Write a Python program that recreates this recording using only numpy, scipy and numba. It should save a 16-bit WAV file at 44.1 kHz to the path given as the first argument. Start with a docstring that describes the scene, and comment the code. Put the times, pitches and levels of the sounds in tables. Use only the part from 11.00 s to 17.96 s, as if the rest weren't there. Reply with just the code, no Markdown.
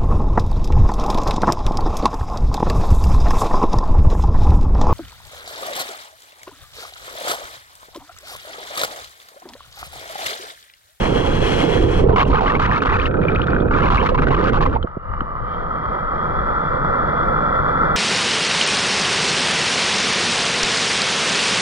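"""A ride down a water slide

A waterproof camera rides the rapids of an indoor water slide. It starts submerged in fizzing flow, then churns
along the surface, where water glugs, slaps and bubbles on its housing. At 3.8 s it comes up into the air, and the
rush of the channel grows, heard through a ringing film of water on the ports. Swarms of short ringing tones make
the bubbles, shaped noise makes the rush and spray, and single tones and noise bursts make the closest splashes.
"""
import sys
import numpy as np
from scipy import signal
from scipy.fft import rfft, irfft, next_fast_len
from scipy.io import wavfile
from scipy.ndimage import uniform_filter1d, map_coordinates
from numba import njit

SR = 44100
rng = np.random.default_rng(int(sys.argv[2]) if len(sys.argv) > 2 else 0)


def waveform_to_disk(signal):
    """Save audio, clipped to [-1, 1], as 16-bit WAV at the path in sys.argv[1]."""
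    frames = np.transpose(np.atleast_2d(signal))
    scaled = np.clip(frames, -1, 1) * 32767
    samples = np.round(scaled).astype(np.int16)
    wavfile.write(sys.argv[1], SR, samples)


N = 306936  # length in samples

# Loudness over time. Columns: t/s, level/dB
# large air pockets
CHURN_LEVEL = [(0.0, -22), (.3, -21), (.55, -23.5), (.68, -19), (.95, -27.5), (1.09, -18.5), (1.17, -24),
               (1.33, -23), (1.8, -24.5), (2.07, -26.5), (2.21, -18.5), (2.32, -20.5), (2.39, -24.5),
               (2.46, -21.5), (2.6, -21.5), (2.68, -20.5), (2.88, -19.5), (2.96, -24.5), (3.05, -19),
               (3.2, -24.5), (3.27, -19), (3.46, -21.5), (3.64, -21), (3.74, -24), (3.8, -34),
               (3.87, -28.5)]
# tiny bubbles heard under water
FIZZ_LEVEL = [(0.0, -28.5), (.33, -29.5), (.58, -23), (.66, -26.5), (.82, -28.5), (.86, -35.5), (.9, -32),
              (1.0, -29), (1.04, -37.5), (1.06, -72), (1.24, -56), (1.28, -35), (1.33, -59), (1.4, -110)]
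# the hollow roar of the housing under water
ROAR_LEVEL = [(0, -27.5), (.4, -25.5), (.62, -25), (.82, -20.5), (.93, -24), (1.04, -21.5)]
# the channel heard in air, as its standing wave nears
RAPIDS_LEVEL = [(3.77, -41.5), (3.93, -36.5), (4.0, -38), (4.13, -31), (4.5, -29), (4.9, -25), (6.0, -21.5),
                (6.96, -19.5)]

# water breaking over the housing
# Columns: start t/s, length/s, bubble level/dB, small bubble level/dB, spray level/dB, bubble pitch f/Hz
WASHES = [(1.085, 0.021, -25, -50, -44.5, 917), (1.115, 0.031, -26.5, -49, -46.5, 907),
          (1.159, 0.071, -19, -29, -28, 1040), (1.299, 0.022, -28.5, -43, -35.5, 1063),
          (1.328, 0.067, -21, -35, -35.5, 1086), (1.403, 0.048, -23, -45, -33, 916),
          (1.457, 0.064, -21.5, -39.5, -32, 1120), (1.526, 0.046, -24.5, -38, -38.5, 1053),
          (1.592, 0.074, -22.5, -38, -31.5, 1263), (1.673, 0.04, -23.5, -37.5, -40.5, 982),
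          (1.711, 0.075, -22, -33, -33, 1197), (1.817, 0.018, -25, -44.5, -29, 1254),
          (1.849, 0.034, -22, -40, -33, 1197), (1.889, 0.082, -22.5, -32, -34, 1198),
          (1.982, 0.094, -26.5, -40, -36.0, 1273), (2.708, 0.034, -24.5, -41, -41.5, 1205),
          (2.745, 0.064, -23, -39, -36.5, 1191), (2.818, 0.07, -22.5, -34.5, -35, 1130),
          (2.901, 0.072, -21.5, -38.5, -31.5, 1076), (2.978, 0.036, -23.5, -27.5, -37, 1134),
          (3.02, 0.021, -23, -39, -33, 1050), (3.048, 0.025, -22.5, -31, -30.5, 1220),
          (3.086, 0.016, -23.5, -34, -30.5, 1182), (3.144, 0.013, -23, -38, -35, 970),
          (3.176, 0.022, -24.5, -33, -37.5, 1200), (3.214, 0.026, -24.5, -38, -35.5, 1290),
          (3.268, 0.021, -28.5, -38, -36.5, 1370), (3.305, 0.048, -23, -35, -36.5, 1092),
          (3.364, 0.052, -24, -43, -39, 1186), (3.422, 0.076, -23.5, -41, -34, 1253),
          (3.528, 0.055, -23, -43, -36, 1113), (3.606, 0.034, -23, -39.5, -31.5, 1090),
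          (3.652, 0.015, -23.5, -34, -35.5, 1115), (3.714, 0.029, -27.5, -50.5, -52, 1134),
          (3.748, 0.023, -26, -51.0, -55, 942)]
# the draining film of water. Columns: t/s, first mode f/Hz, second mode f/Hz, second mode level/dB
FILM_MODES = [(3.85, 1280, 2990, 12), (4.07, 1252, 2820, 15.5), (4.33, 1210, 2960, 14.5),
              (4.53, 1276, 3130, 20), (4.74, 1262, 3180, 15.5), (5.16, 1278, 3210, 20.5),
              (5.37, 1302, 3330, 16.5), (6.96, 1344, 3380, 19)]
# single bubbles pinching off close by; t60 is the time to fall by 60 dB
# Columns: t/s, level/dB, starting pitch f/Hz, t60/s, pitch gained as a share (below 0: lost)
PLINKS = [(1.2513, -28, 2680, .03, .15), (1.4595, -19.5, 1950, 0.016, -0.051), (1.469, -22, 2890, .03, .15),
          (1.478, -19, 2020, .022, 0.068), (1.5024, -14, 1760, .022, 0.099),
          (1.552, -13.5, 2150, 0.02, 0.07), (1.6527, -16.5, 1840, 0.031, 0.18),
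          (1.714, -11, 1890, 0.02, -0.32), (1.767, -18, 2150, 0.017, .15), (1.8046, -24, 2230, 0.026, 0.41),
          (1.891, -18.5, 1810, 0.026, 0.21), (1.9278, -15.5, 1930, .022, .1),
          (1.941, -26, 1810, 0.027, -0.057), (1.9979, -14, 2300, 0.018, 0.2),
          (2.016, -20, 2720, 0.017, 0.35), (2.057, -14, 2550, 0.022, 0.37),
          (2.2358, -22.5, 2200, .015, 0.16), (2.2837, -14.5, 2350, 0.036, .02),
          (2.297, -27, 2050, 0.016, 0.27), (2.316, -36.5, 3500, .02, .05), (2.349, -30.5, 3830, .02, -0.11),
          (2.356, -17, 1950, .012, .1), (2.3599, -13, 2410, 0.016, 0.12),
          (2.417, -12.5, 2520, 0.0082, 0.47), (2.44, -26.5, 3170, .012, 0.11),
          (2.474, -35, 3550, .018, -0.023), (2.505, -37.5, 4400, 0.013, .05), (2.5204, -27, 2370, .02, .1),
          (2.566, -30.5, 1820, 0.02, .12), (2.604, -32, 3380, 0.023, .05),
          (2.7363, -23.5, 2330, 0.038, .05), (3.8278, -26, 3200, 0.022, -0.089),
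          (4.206, -30.5, 2900, 0.019, 0.1), (5.481, -41, 2950, .012, -0.023)]
# sheets and drops of water slapping the housing. Columns: t/s, level/dB, ring f/Hz, t60/s
SLAPS = [(1.161, -28, 1025, 0.053), (1.203, -20.5, 1060, 0.066), (1.301, -26, 840, 0.022),
         (1.594, -17, 1196, 0.016), (1.82, -20, 1470, 0.037), (1.851, -25, 1290, 0.025),
         (2.1417, -24, 1325, 0.047), (2.296, -19.5, 1300, 0.021), (2.3396, -30, 1320, .025),
         (2.395, -17, 1300, 0.029), (2.4827, -21.5, 1450, 0.03), (2.532, -17, 1430, 0.02),
         (2.5637, -17.5, 1460, 0.019), (2.605, -34, 1340, 0.017), (2.71, -19.5, 1420, .025),
         (2.748, -22, 1380, 0.051), (2.902, -23, 1300, 0.019), (3.146, -20.5, 996, 0.043),
         (3.178, -23, 895, 0.019), (3.19, -20, 1420, 0.019), (3.2692, -23.5, 1446, .035),
         (3.606, -21.5, 1125, 0.047), (3.661, -24, 1060, 0.042), (3.76, -22, 877, 0.06),
         (3.827, -28, 1360, 0.017), (3.872, -27.5, 1264, 0.032), (4.137, -21, 1210, 0.019),
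         (4.2062, -23.5, 1290, 0.04)]
# big gulps of air. Columns: t/s, level/dB, pitch f/Hz, t60/s
GULPS = [(0.205, -14, 432, 0.045), (.592, -9.5, 440, 0.032), (0.632, -4.5, 285, 0.045),
         (.755, -11.5, 414, 0.023), (.841, -8.5, 358, 0.037), (1.023, -5.5, 440, 0.021),
         (1.039, 1, 390, 0.034), (1.063, -4, 430, 0.043), (1.093, -2, 450, 0.041),
         (1.109, -11.5, 684, 0.043), (1.132, -3, 412, .042), (1.262, -12, 601, 0.035), (1.3, -8, 266, .04),
         (2.61, 2, 313, 0.018), (3.119, -10, 503, 0.063)]
# soft thuds as the water lets go of the housing. Columns: t/s, level/dB, swell time/s
THUDS = [(3.841, -16.5, .007), (3.9678, -14, .004), (4.212, -22, 0.0054)]
# big eddies of water or air that lean on the ports, or lulls between them
# Columns: middle t/s, half length/s, extra level/dB
SURGES = [(.15, 0.17, -2.5), (0.67, .07, -8.5), (0.825, 0.055, 1), (1.081, 0.047, 5), (1.326, 0.07, 7.5),
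          (1.81, .05, -4.5), (1.92, 0.056, 6), (2.397, 0.019, 3.5), (3.446, 0.016, 7), (3.781, .025, -4),
          (4.158, .09, 6), (4.428, 0.04, 8.5), (5.4, 0.056, 6)]

# Tone colour: how strong each frequency is. Columns: f/Hz, level/dB
# eddies pushing on the ports, in water or air
BUFFET_COLOUR = [(6, -14.5), (18, 4), (35, 3), (70, -1), (115, -4), (200, -16.5), (500, -56), (1200, -105),
                 (4000, -150)]
# large air pockets and the dull roar under them
CHURN_COLOUR = [(70, -17), (130, 0.5), (200, -3), (320, -6), (480, -3.5), (620, -13.5), (900, -19.5),
                (1800, -44), (4000, -82), (8000, -140)]
# the hollow housing under water
ROAR_COLOUR = [(120, -34), (250, -9.5), (330, -2.5), (480, -1), (560, -13.5), (700, -28), (1500, -78.5)]
# clouds of tiny bubbles
FIZZ_COLOUR = [(400, -18), (700, 2), (1300, -3.5), (2000, -9.5), (2800, -10.5), (3350, -5), (3520, -23.5),
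               (4200, -15), (4500, -24.5), (6100, -23.5), (6500, -28), (8000, -30), (12000, -41.5),
               (15500, -61)]
# water drops and spit
SPRAY_COLOUR = [(600, -1.5), (1300, -4), (2000, -9.5), (2800, -7.5), (4000, -14.5), (5500, -26),
                (7500, -35.5), (10000, -57.5), (15000, -88.5)]
# the rush of the channel
RAPIDS_COLOUR = [(50, -2.5), (100, -5), (155, 9), (200, 4.5), (290, -1), (400, -1), (510, 3), (680, -3.5),
                 (1100, -4.5), (1700, -14.5), (1990, -12), (2070, -15), (2170, -29.5), (2300, -20.5),
                 (2500, -38), (2690, -48), (2850, -35.5), (3020, -43), (3300, -37.5), (4000, -41.5),
                 (4300, -40), (5000, -42), (6200, -55.5), (12000, -81)]

# modes of the trapped air pocket. Columns: f/Hz, width/Hz, level/dB
POCKET_MODES = [(1300, 190, 28.5), (2500, 180, 13.5), (3400, 500, -26)]
# how far the left port leads the right. 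Columns: f/Hz, phase/rad
PORT_LEAD = [(200, 0), (400, .9), (500, 1.8), (590, 3.5), (750, 4.4), (1000, 4.68), (1500, 4.71)]
# the left port against the right, in water. Columns: f/Hz, level/dB
PORTS_AWASH = [(60, -2), (150, -2.5), (250, -5), (400, -5.5), (580, -14), (920, -3), (1400, 0), (2300, 3),
               (3500, 6), (4500, 16), (6000, 41)]
# the left port against the right, in air. Columns: f/Hz, level/dB
PORTS_IN_AIR = [(60, 11), (150, -1), (300, 1.5), (400, 1), (580, -16), (920, -3.5), (1400, 1), (2300, 3),
                (3500, 6.5), (6000, 32)]

TOP_HZ = 15600  # nothing is kept above this
DIVE_END_S, SURFACE_S = 1.044, 3.85  # the camera leaves the depths; it clears the water
BUFFET_DB, BUFFET_SWAY_DB = -20.5, 2.7  # steady push of the flow on the housing, and its random sway
WIND_DB, WIND_FOLLOWS = -27, 0.59  # air on the ports beside the standing wave; dB lost per dB of quieter rush
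FIZZ_BODY_DB = -28.5  # the low part of the fizz, whose level is held under water
WASH_ATTACK_S, WASH_T60_S = 0.0022, 0.042  # each wash strikes at once, holds, then runs off
WASH_RISE = 0.11  # pitch gained from start to end of a wash, as a share of its middle pitch
WASH_RING, WASH_DAMPING = 0.75, 0.096  # ring of the folded air against the bubbles; its width over its pitch
FROTH_DB, MIST_DB = -37, -48.5  # bubbles left between the washes; small bubbles and spray left there
TRAPPED_S = (2.08, 2.71)  # air sits at the ports: (from s, to s)
GURGLE_DB, SPIT_DB = -29, -51  # its bursting bubbles; its small plinks and spit, both halfway through
GURGLE_EBB_DB, SPIT_EBB_DB = 6.5, 22  # how much weaker both are as the pocket forms and as it leaves
SNAP_DB, SNAP_S = -27, .0007  # the click of a bubble's neck closing: against its ring, and its life
TWIN_DB, TWIN_RATIO, TWIN_LAG_S = -12, 1.327, 0.0025  # a smaller twin bubble: strength, base pitch ratio, delay
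CRACK_DB, CRACK_S = -6, 0.0011  # the first contact of a slap: its strength and its life
THUD_HZ, THUD_FALL, THUD_SLOSH = 580, 1.25, .35  # starting pitch; sinking time in swells; noise against tone
FILM_WIDTH_HZ, FILM_FRESH_HZ = 83, 4.9  # second mode's width at the loudest rush; added per dB of quieter rush
FILM_FLUTTER_DB = 2.2  # the second mode flutters in strength


def amp(db):
    """Turn decibels into a gain."""
    return 10 ** (np.asarray(db) / 20)


def unit(x):
    """Scale to an average (rms) strength of 1."""
    return x / np.sqrt(np.mean(x ** 2) + 1e-20)


def along(points, hz):
    """Read a curve of (f/Hz, value) points along a log frequency axis."""
    f, v = np.transpose(points)
    return np.interp(np.log(hz + 1), np.log(f + 1), v)


def curves(rows):
    """Draw one curve, with a value per sample, for each column after the time."""
    s, *cols = np.transpose(rows)
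    return [np.interp(np.arange(N) / SR, s, c) for c in cols]


def during(start, end, fade=0.012):
    """Give 1 from start to end, fading to 0 outside."""
    t = np.arange(N) / SR
    return np.clip(1 + np.minimum(t - start, end - t) / fade, 0, 1)


def wobble(rate):
    """Draw a smooth random curve with this many random points a second."""
    return map_coordinates(rng.standard_normal(int(N * rate / SR) + 4), [np.arange(N) * rate / SR])


def steady(x, span=0.068):
    """Even out the strength over each span (s), so that only the fast texture is left."""
    power = uniform_filter1d(uniform_filter1d(x ** 2, int(span * SR), axis=-1), size=200, axis=-1)
    return x / np.sqrt(np.abs(power) + 1e-12)


def filtered(x, response):
    """Multiply each frequency of x by a response, which may also shift its phase."""
    m = next_fast_len(N + SR // 2)
    return irfft(rfft(x, m) * response(np.fft.rfftfreq(m, 1 / SR)), m)[..., :N]


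def lowpass(x, cutoff_hz, order):
    """Weaken what lies above the cutoff, without shifting its phase."""
    return filtered(x, lambda hz: 1 / (1 + (hz / cutoff_hz) ** order))


def coloured(x, spectrum):
    """Give x a tone colour, at rms 1."""
    return unit(filtered(x, lambda hz: amp(along(spectrum, hz))))


def band_burst(order, low_hz, high_hz, length):
    """Make noise between two frequencies, at rms 1."""
    band = signal.butter(order, [low_hz, high_hz], "band", fs=SR)
    return unit(signal.lfilter(*band, rng.standard_normal(length)))


def pair(source, apart):
    """Make two channels that share a source, each with a part (0-1) of its own."""
    apart = np.clip(apart, 0, 1)
    return np.sqrt(1 - apart) * source() + np.sqrt(apart) * np.array([source(), source()])


def add(track, s, sound):
    """Mix a sound into a track at time s."""
    part = track[max(round(s * SR), 0):][:len(sound)]
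    part += sound[:len(part)]


def crackle(rate, spread_db, hiss):
    """Mix white noise with random clicks of uneven size, rate clicks a second."""
    noise = rng.standard_normal(N)
    at, size, sign = rng.random((int(rate * N / SR), 3)).T
    heights = np.sign(sign - .5) * amp(spread_db * size)
    clicks = np.bincount((at * N).astype(int), heights, N)
    return unit(unit(clicks) + hiss * noise)


def spurts(rate, life, spread_db, base):
    """Make a gain that jumps at random moments and dies away over its life (s)."""
    at, size = rng.random((int(rate * N / SR), 2)).T
    jumps = np.bincount((at * N).astype(int), amp(spread_db * size), N)
    return base + unit(signal.lfilter([1], [1, -np.exp(-1 / (life * SR))], jumps))


def bubbles(rate, pitch_hz, scatter, cycles, rise, spread_db, size=1200):
    """Make a swarm of bubbles: each swells, rings a few cycles and rises in pitch."""
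    at, strength, phase, a, b = rng.random((int(rate * N / SR), 5)).T[:, :, None]
    start = (at * N).astype(int)
    hz = np.broadcast_to(pitch_hz, N)[start] * np.exp(scatter * (a - b))
    k = np.arange(size)
    turns = hz * k / SR
    age = turns / cycles
    swell = (1 - np.exp(-2 * turns)) * np.exp(-age) * (1 - k / size)
    rising_turns = turns * (1 + rise * age / (1 + age))
    ring = amp(spread_db * strength) * swell * np.sin(2 * np.pi * (phase + rising_turns))
    return unit(np.bincount((start + k).ravel(), ring.ravel(), N + size)[:N])


def small_bubbles(pitch_hz):
    """Make clear, rising plinks: small bubbles ring high."""
    swarm = bubbles(rate=290, pitch_hz=pitch_hz, scatter=.52, cycles=14.0, rise=0.12, spread_db=14, size=1100)
    return lowpass(swarm, 4200, order=6)


@njit
def resonate(x, step, damping):
    """Ring like a hollow whose pitch (radians a sample) and width over pitch can move."""
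    out = np.zeros(len(x))
    low = band = 0.0
    for i in range(len(x)):
        low += step[i] * band
        band += step[i] * (x[i] - low - damping[i] * band)
        out[i] = damping[i] * band
    return out


def surge_db():
    """Each big eddy swells and passes as a smooth bump in level; a lull is a dip."""
    t = np.arange(N) / SR
    return sum(db * np.exp(-((t - s) / half) ** 2) for s, half, db in SURGES)


def buffet():
    """Eddies push on the housing as deep noise, a little differently at each port."""
    level_db = BUFFET_DB + surge_db() + BUFFET_SWAY_DB * wobble(6.5)
    eddies = pair(lambda: coloured(rng.standard_normal(N), BUFFET_COLOUR), apart=0.21)
    return amp(level_db) * during(0, SURFACE_S, fade=0.018) * steady(eddies, span=0.24)


def churn():
    """Large air pockets glug at low pitches over a dull roar of noise."""
    level_db, = curves(CHURN_LEVEL)

    def glugs():
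        """Pockets ring low in the noise of the flow."""
        pockets = bubbles(rate=130, pitch_hz=292.0, scatter=0.96, cycles=11.0, rise=0.22, spread_db=5.0, size=2200)
        dull_roar = coloured(rng.standard_normal(N), CHURN_COLOUR)
        return coloured(pockets, CHURN_COLOUR) + 1.34 * dull_roar

    level = amp(level_db + 1.7 * wobble(27.8)) * during(0, SURFACE_S)
    return level * steady(pair(glugs, apart=0.26), span=.06)


def roar():
    """The submerged housing booms in the flow, in irregular surges."""
    level_db, = curves(ROAR_LEVEL)
    boom = pair(lambda: coloured(rng.standard_normal(N), ROAR_COLOUR), apart=0.11)
    return amp(level_db + 0.71 * wobble(22)) * during(0, DIVE_END_S, fade=.04) * steady(boom)


def fizz():
    """Under water, clouds of tiny bubbles hiss and tick, and thin out as the camera rises."""
    level_db, = curves(FIZZ_LEVEL)
    ticks = bubbles(rate=500, pitch_hz=2108, scatter=0.94, cycles=26, rise=0.08, spread_db=36.0, size=700)
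    cloud = coloured(crackle(rate=2900, spread_db=21.5, hiss=1.2) + 0.17 * ticks, FIZZ_COLOUR)
    body = lowpass(cloud, 1300, order=4)
    low_part = amp(FIZZ_BODY_DB) * during(0, DIVE_END_S, fade=0.015) * body
    high_part = amp(level_db) * (cloud - body)
    return amp(1.6 * wobble(30)) * (low_part + high_part)


def dulled(x):
    """The wet ports soften the highest part of the closest single sounds."""
    return lowpass(x, 6500, order=6)


def gulps():
    """A big gulp of air rings low as water thumps shut behind it."""
    out, t = np.zeros(N), np.arange(SR // 6) / SR
    for s, db, hz, t60 in GULPS:
        ring = amp(-60 * t / t60) * (1 - np.exp(-t / 0.0015)) ** 2 * np.sin(2 * np.pi * hz * t)
        u = t / 0.0013
        push = u * (1 - u / 2) * np.exp(-u) * (1 - np.exp(-2 * u)) ** 2  # the thump of the water
        add(out, s, amp(db) * (ring + 1.6 * push))
    return dulled(out)


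def wash_motion():
    """Each wash strikes, holds and runs off while its bubbles shrink and so rise in pitch."""
    t = np.arange(N) / SR
    awash = during(DIVE_END_S, WASHES[-1][0] + WASHES[-1][1]) * (1 - during(*TRAPPED_S))
    gains = amp([[FROTH_DB], [MIST_DB], [MIST_DB]]) * awash  # rows: bubbles, small bubbles, spray
    pitch_hz = np.full(N, float(WASHES[0][5]))
    for s, length, bubbles_db, small_db, spray_db, hz in WASHES:
        near = slice(int(s * SR), int((s + length + WASH_T60_S) * SR))
        age = t[near] - s
        run_off = amp(-60 * np.maximum(age - length, 0) / WASH_T60_S)
        shape = np.clip(age / WASH_ATTACK_S, 0, 1) * run_off
        levels = amp([[bubbles_db], [small_db], [spray_db]])
        gains[:, near] = np.maximum(gains[:, near], levels * shape)
        pitch_hz[near.start:] = hz
        pitch_hz[near] = hz * (1 + WASH_RISE * (np.clip(age / length, 0, 1) - .5))
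    return gains, pitch_hz


def washes():
    """Water breaks over the housing in spurts of bubbles, plinks and spray; thin froth lingers between."""
    gains, pitch_hz = wash_motion()
    pulse = spurts(rate=95, life=0.006, spread_db=12, base=0.45)
    swarm = bubbles(rate=600, pitch_hz=pitch_hz, scatter=0.45, cycles=11.1, rise=0.12, spread_db=12.5, size=1400)
    swarm = lowpass(swarm * np.sqrt(pulse), 2600, order=4)
    impacts = pulse * crackle(rate=1800, spread_db=20.5, hiss=0.88)
    # air folded under the wash rings with each spurt
    step = 2 * np.pi * pitch_hz / SR
    ring = resonate(coloured(impacts, SPRAY_COLOUR), step, np.full(N, WASH_DAMPING))
    swarm = unit(swarm) + WASH_RING * unit(ring)
    spray = coloured(impacts + 0.32 * pulse * rng.standard_normal((2, N)), SPRAY_COLOUR)
    plinking = small_bubbles(pitch_hz=1989)
    out = gains[0] * steady(swarm, span=0.016)
    out = out + gains[1] * steady(plinking, span=0.12)
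    return out + gains[2] * steady(spray, span=0.014)


def slaps():
    """Water slaps the housing: a crack on contact, then a noisy sheet and a rising ring of folded-in air."""
    out, t = np.zeros(N), np.arange(SR // 6) / SR
    for s, db, hz, t60 in SLAPS:
        sheet = band_burst(3, 0.62 * hz, 1.1 * hz, len(t))
        cavity = np.sin(2 * np.pi * hz * t * (1 + 0.98 * t))  # the air that the slap folds in
        crack = amp(CRACK_DB) * np.exp(-t / CRACK_S) * band_burst(4, 900, 2100, len(t))
        ring = amp(-60 * t / t60) * (1 - np.exp(-t / 0.00085)) * (sheet + 2.47 * cavity)
        add(out, s, amp(db) * (ring + crack))
    return dulled(out)


def plinks():
    """A bubble pinches off with a click and a gliding ring, and sheds a smaller twin."""
    out, t = np.zeros(N), np.arange(SR // 6) / SR
    for s, db, hz, t60, rise in PLINKS:
        turns = np.cumsum(hz * (1 + rise * (1 - np.exp(-3 * t / t60)))) / SR
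        decay = amp(-60 * t / t60)
        ring = decay * (1 - np.exp(-t / 0.00039)) * np.sin(2 * np.pi * turns)
        snap = amp(SNAP_DB) * np.exp(-t / SNAP_S) * rng.standard_normal(len(t))
        add(out, s, amp(db) * (ring + snap))
        ratio = TWIN_RATIO ** rng.uniform(0.6, 1.5)  # each twin has its own size
        twin = decay ** 2 * (1 - np.exp(-turns)) * np.sin(2 * np.pi * turns * ratio)
        add(out, s + TWIN_LAG_S, amp(db + TWIN_DB) * twin)
    return dulled(out)


def pocket_response(f):
    """Trapped air rings at its modes and blocks the band between the first two."""
    modes = 0
    for k, (centre, width, db) in enumerate(POCKET_MODES):
        mode = 1j * f * width / (centre * centre - f * f + 1j * f * width)
        modes = modes + (-1) ** k * amp(db) * mode
    hollow = 1 - 0.7 * np.exp(-((f - 2150) / 270) ** 2)
    return modes * hollow / (1 + (f / 3600) ** 8)


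def trapped_air():
    """A pocket of air covers the ports; bursting bubbles ring its modes, small ones plink and spit."""
    pulse = spurts(rate=71, life=0.0079, spread_db=12, base=0.21)
    bursts = crackle(rate=850, spread_db=17, hiss=0.68) * pulse
    gurgle = unit(filtered(bursts, pocket_response))
    blips = bubbles(rate=120, pitch_hz=1373, scatter=0.13, cycles=16.0, rise=0.071, spread_db=12.0, size=1600)
    blips = lowpass(blips, 3000, order=4)

    def spit_response(f):
        """Spray with its low part thinned out."""
        return amp(along(SPRAY_COLOUR, f)) * f ** 4 / (f ** 4 + 2600 ** 4)

    spit = unit(filtered(unit(bursts * pulse) + 0.53 * rng.standard_normal(N), spit_response))
    small = steady(small_bubbles(pitch_hz=2660) + 0.8 * spit, span=0.057)
    ebb = np.interp(np.arange(N) / SR, TRAPPED_S, [-1, 1]) ** 2  # 1 at both ends, 0 halfway
    gurgle = amp(GURGLE_DB - GURGLE_EBB_DB * ebb) * steady(gurgle + 0.51 * blips, span=0.03)
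    small = amp(SPIT_DB - SPIT_EBB_DB * ebb) * small
    return during(*TRAPPED_S) * (gurgle + small)


def rapids():
    """The channel's rush passes a draining film of water, which rings at two wandering, rising modes."""
    level_db, = curves(RAPIDS_LEVEL)
    first_hz, second_hz, second_db = curves(FILM_MODES)
    far_db = level_db.max() - level_db  # how far the rush is below its loudest
    rush = coloured(crackle(rate=900, spread_db=23.0, hiss=1.55), RAPIDS_COLOUR)
    bass = lowpass(rush, 380, order=4)
    rush = rush - bass + bass * amp(-.21 * far_db)  # the nearer the standing wave, the fuller its roar
    rush = rush + 7.8 * resonate(rush, 2 * np.pi * first_hz / SR, np.full(N, 0.091))
    width_hz = FILM_WIDTH_HZ + FILM_FRESH_HZ * far_db  # wider while the film is thick
    hiss = resonate(rush, 2 * np.pi * second_hz / SR, width_hz / second_hz)
    rush = rush + amp(second_db + FILM_FLUTTER_DB * wobble(24)) * hiss
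    level = amp(level_db + (0.51 + 0.03 * far_db) * wobble(16))
    return level * during(RAPIDS_LEVEL[0][0], N / SR) * steady(rush, span=0.15)


def thuds():
    """Water peels off the housing: a short, sloshing push whose pitch sinks at once."""
    out, t = np.zeros(N), np.arange(SR // 10) / SR
    for s, db, swell in THUDS:
        turns = np.cumsum(THUD_HZ * np.exp(-t / (THUD_FALL * swell))) / SR
        slosh = band_burst(4, 60, 560, len(t))
        shape = (t / swell * np.exp(1 - t / swell)) ** 2
        add(out, s, amp(db) * shape * (np.sin(2 * np.pi * turns) + THUD_SLOSH * slosh))
    return out


def wind():
    """Moving air flutters on each port, partly on its own, and harder near the standing wave."""
    rush_db, = curves(RAPIDS_LEVEL)
    level_db = WIND_DB + WIND_FOLLOWS * (rush_db - rush_db.max()) + surge_db() + 1.2 * wobble(21)
    flutter = pair(lambda: coloured(rng.standard_normal(N), BUFFET_COLOUR), apart=0.6)
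    return amp(level_db) * during(SURFACE_S, N / SR) * steady(flutter, span=0.26)


def ports(x, balance):
    """The two wet ports pass the same pressure with different level and phase."""
    def response(hz):
        """Left and right gains whose sum keeps its strength."""
        ratio = amp(along(balance, hz)) * np.exp(1j * along(PORT_LEAD, hz))
        return 2 * np.array([ratio, np.ones_like(ratio)]) / np.abs(1 + ratio)

    return filtered(x, response)


def scene():
    """Water on the housing and sound from the air both pass the ports."""
    water = buffet() + churn() + roar() + fizz()
    water = water + gulps() + washes() + slaps() + plinks() + trapped_air() + thuds()
    air = rapids() + wind()
    return ports(water, PORTS_AWASH) + ports(air, PORTS_IN_AIR)


def record(dry):
    """The camera rounds off the highest peaks and keeps nothing above its band limit."""
    held = dry / (1 + np.abs(dry / .98) ** 10) ** (1 / 10)
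    return filtered(held, lambda hz: hz < TOP_HZ)


dry = scene()
out = record(dry)
waveform_to_disk(out)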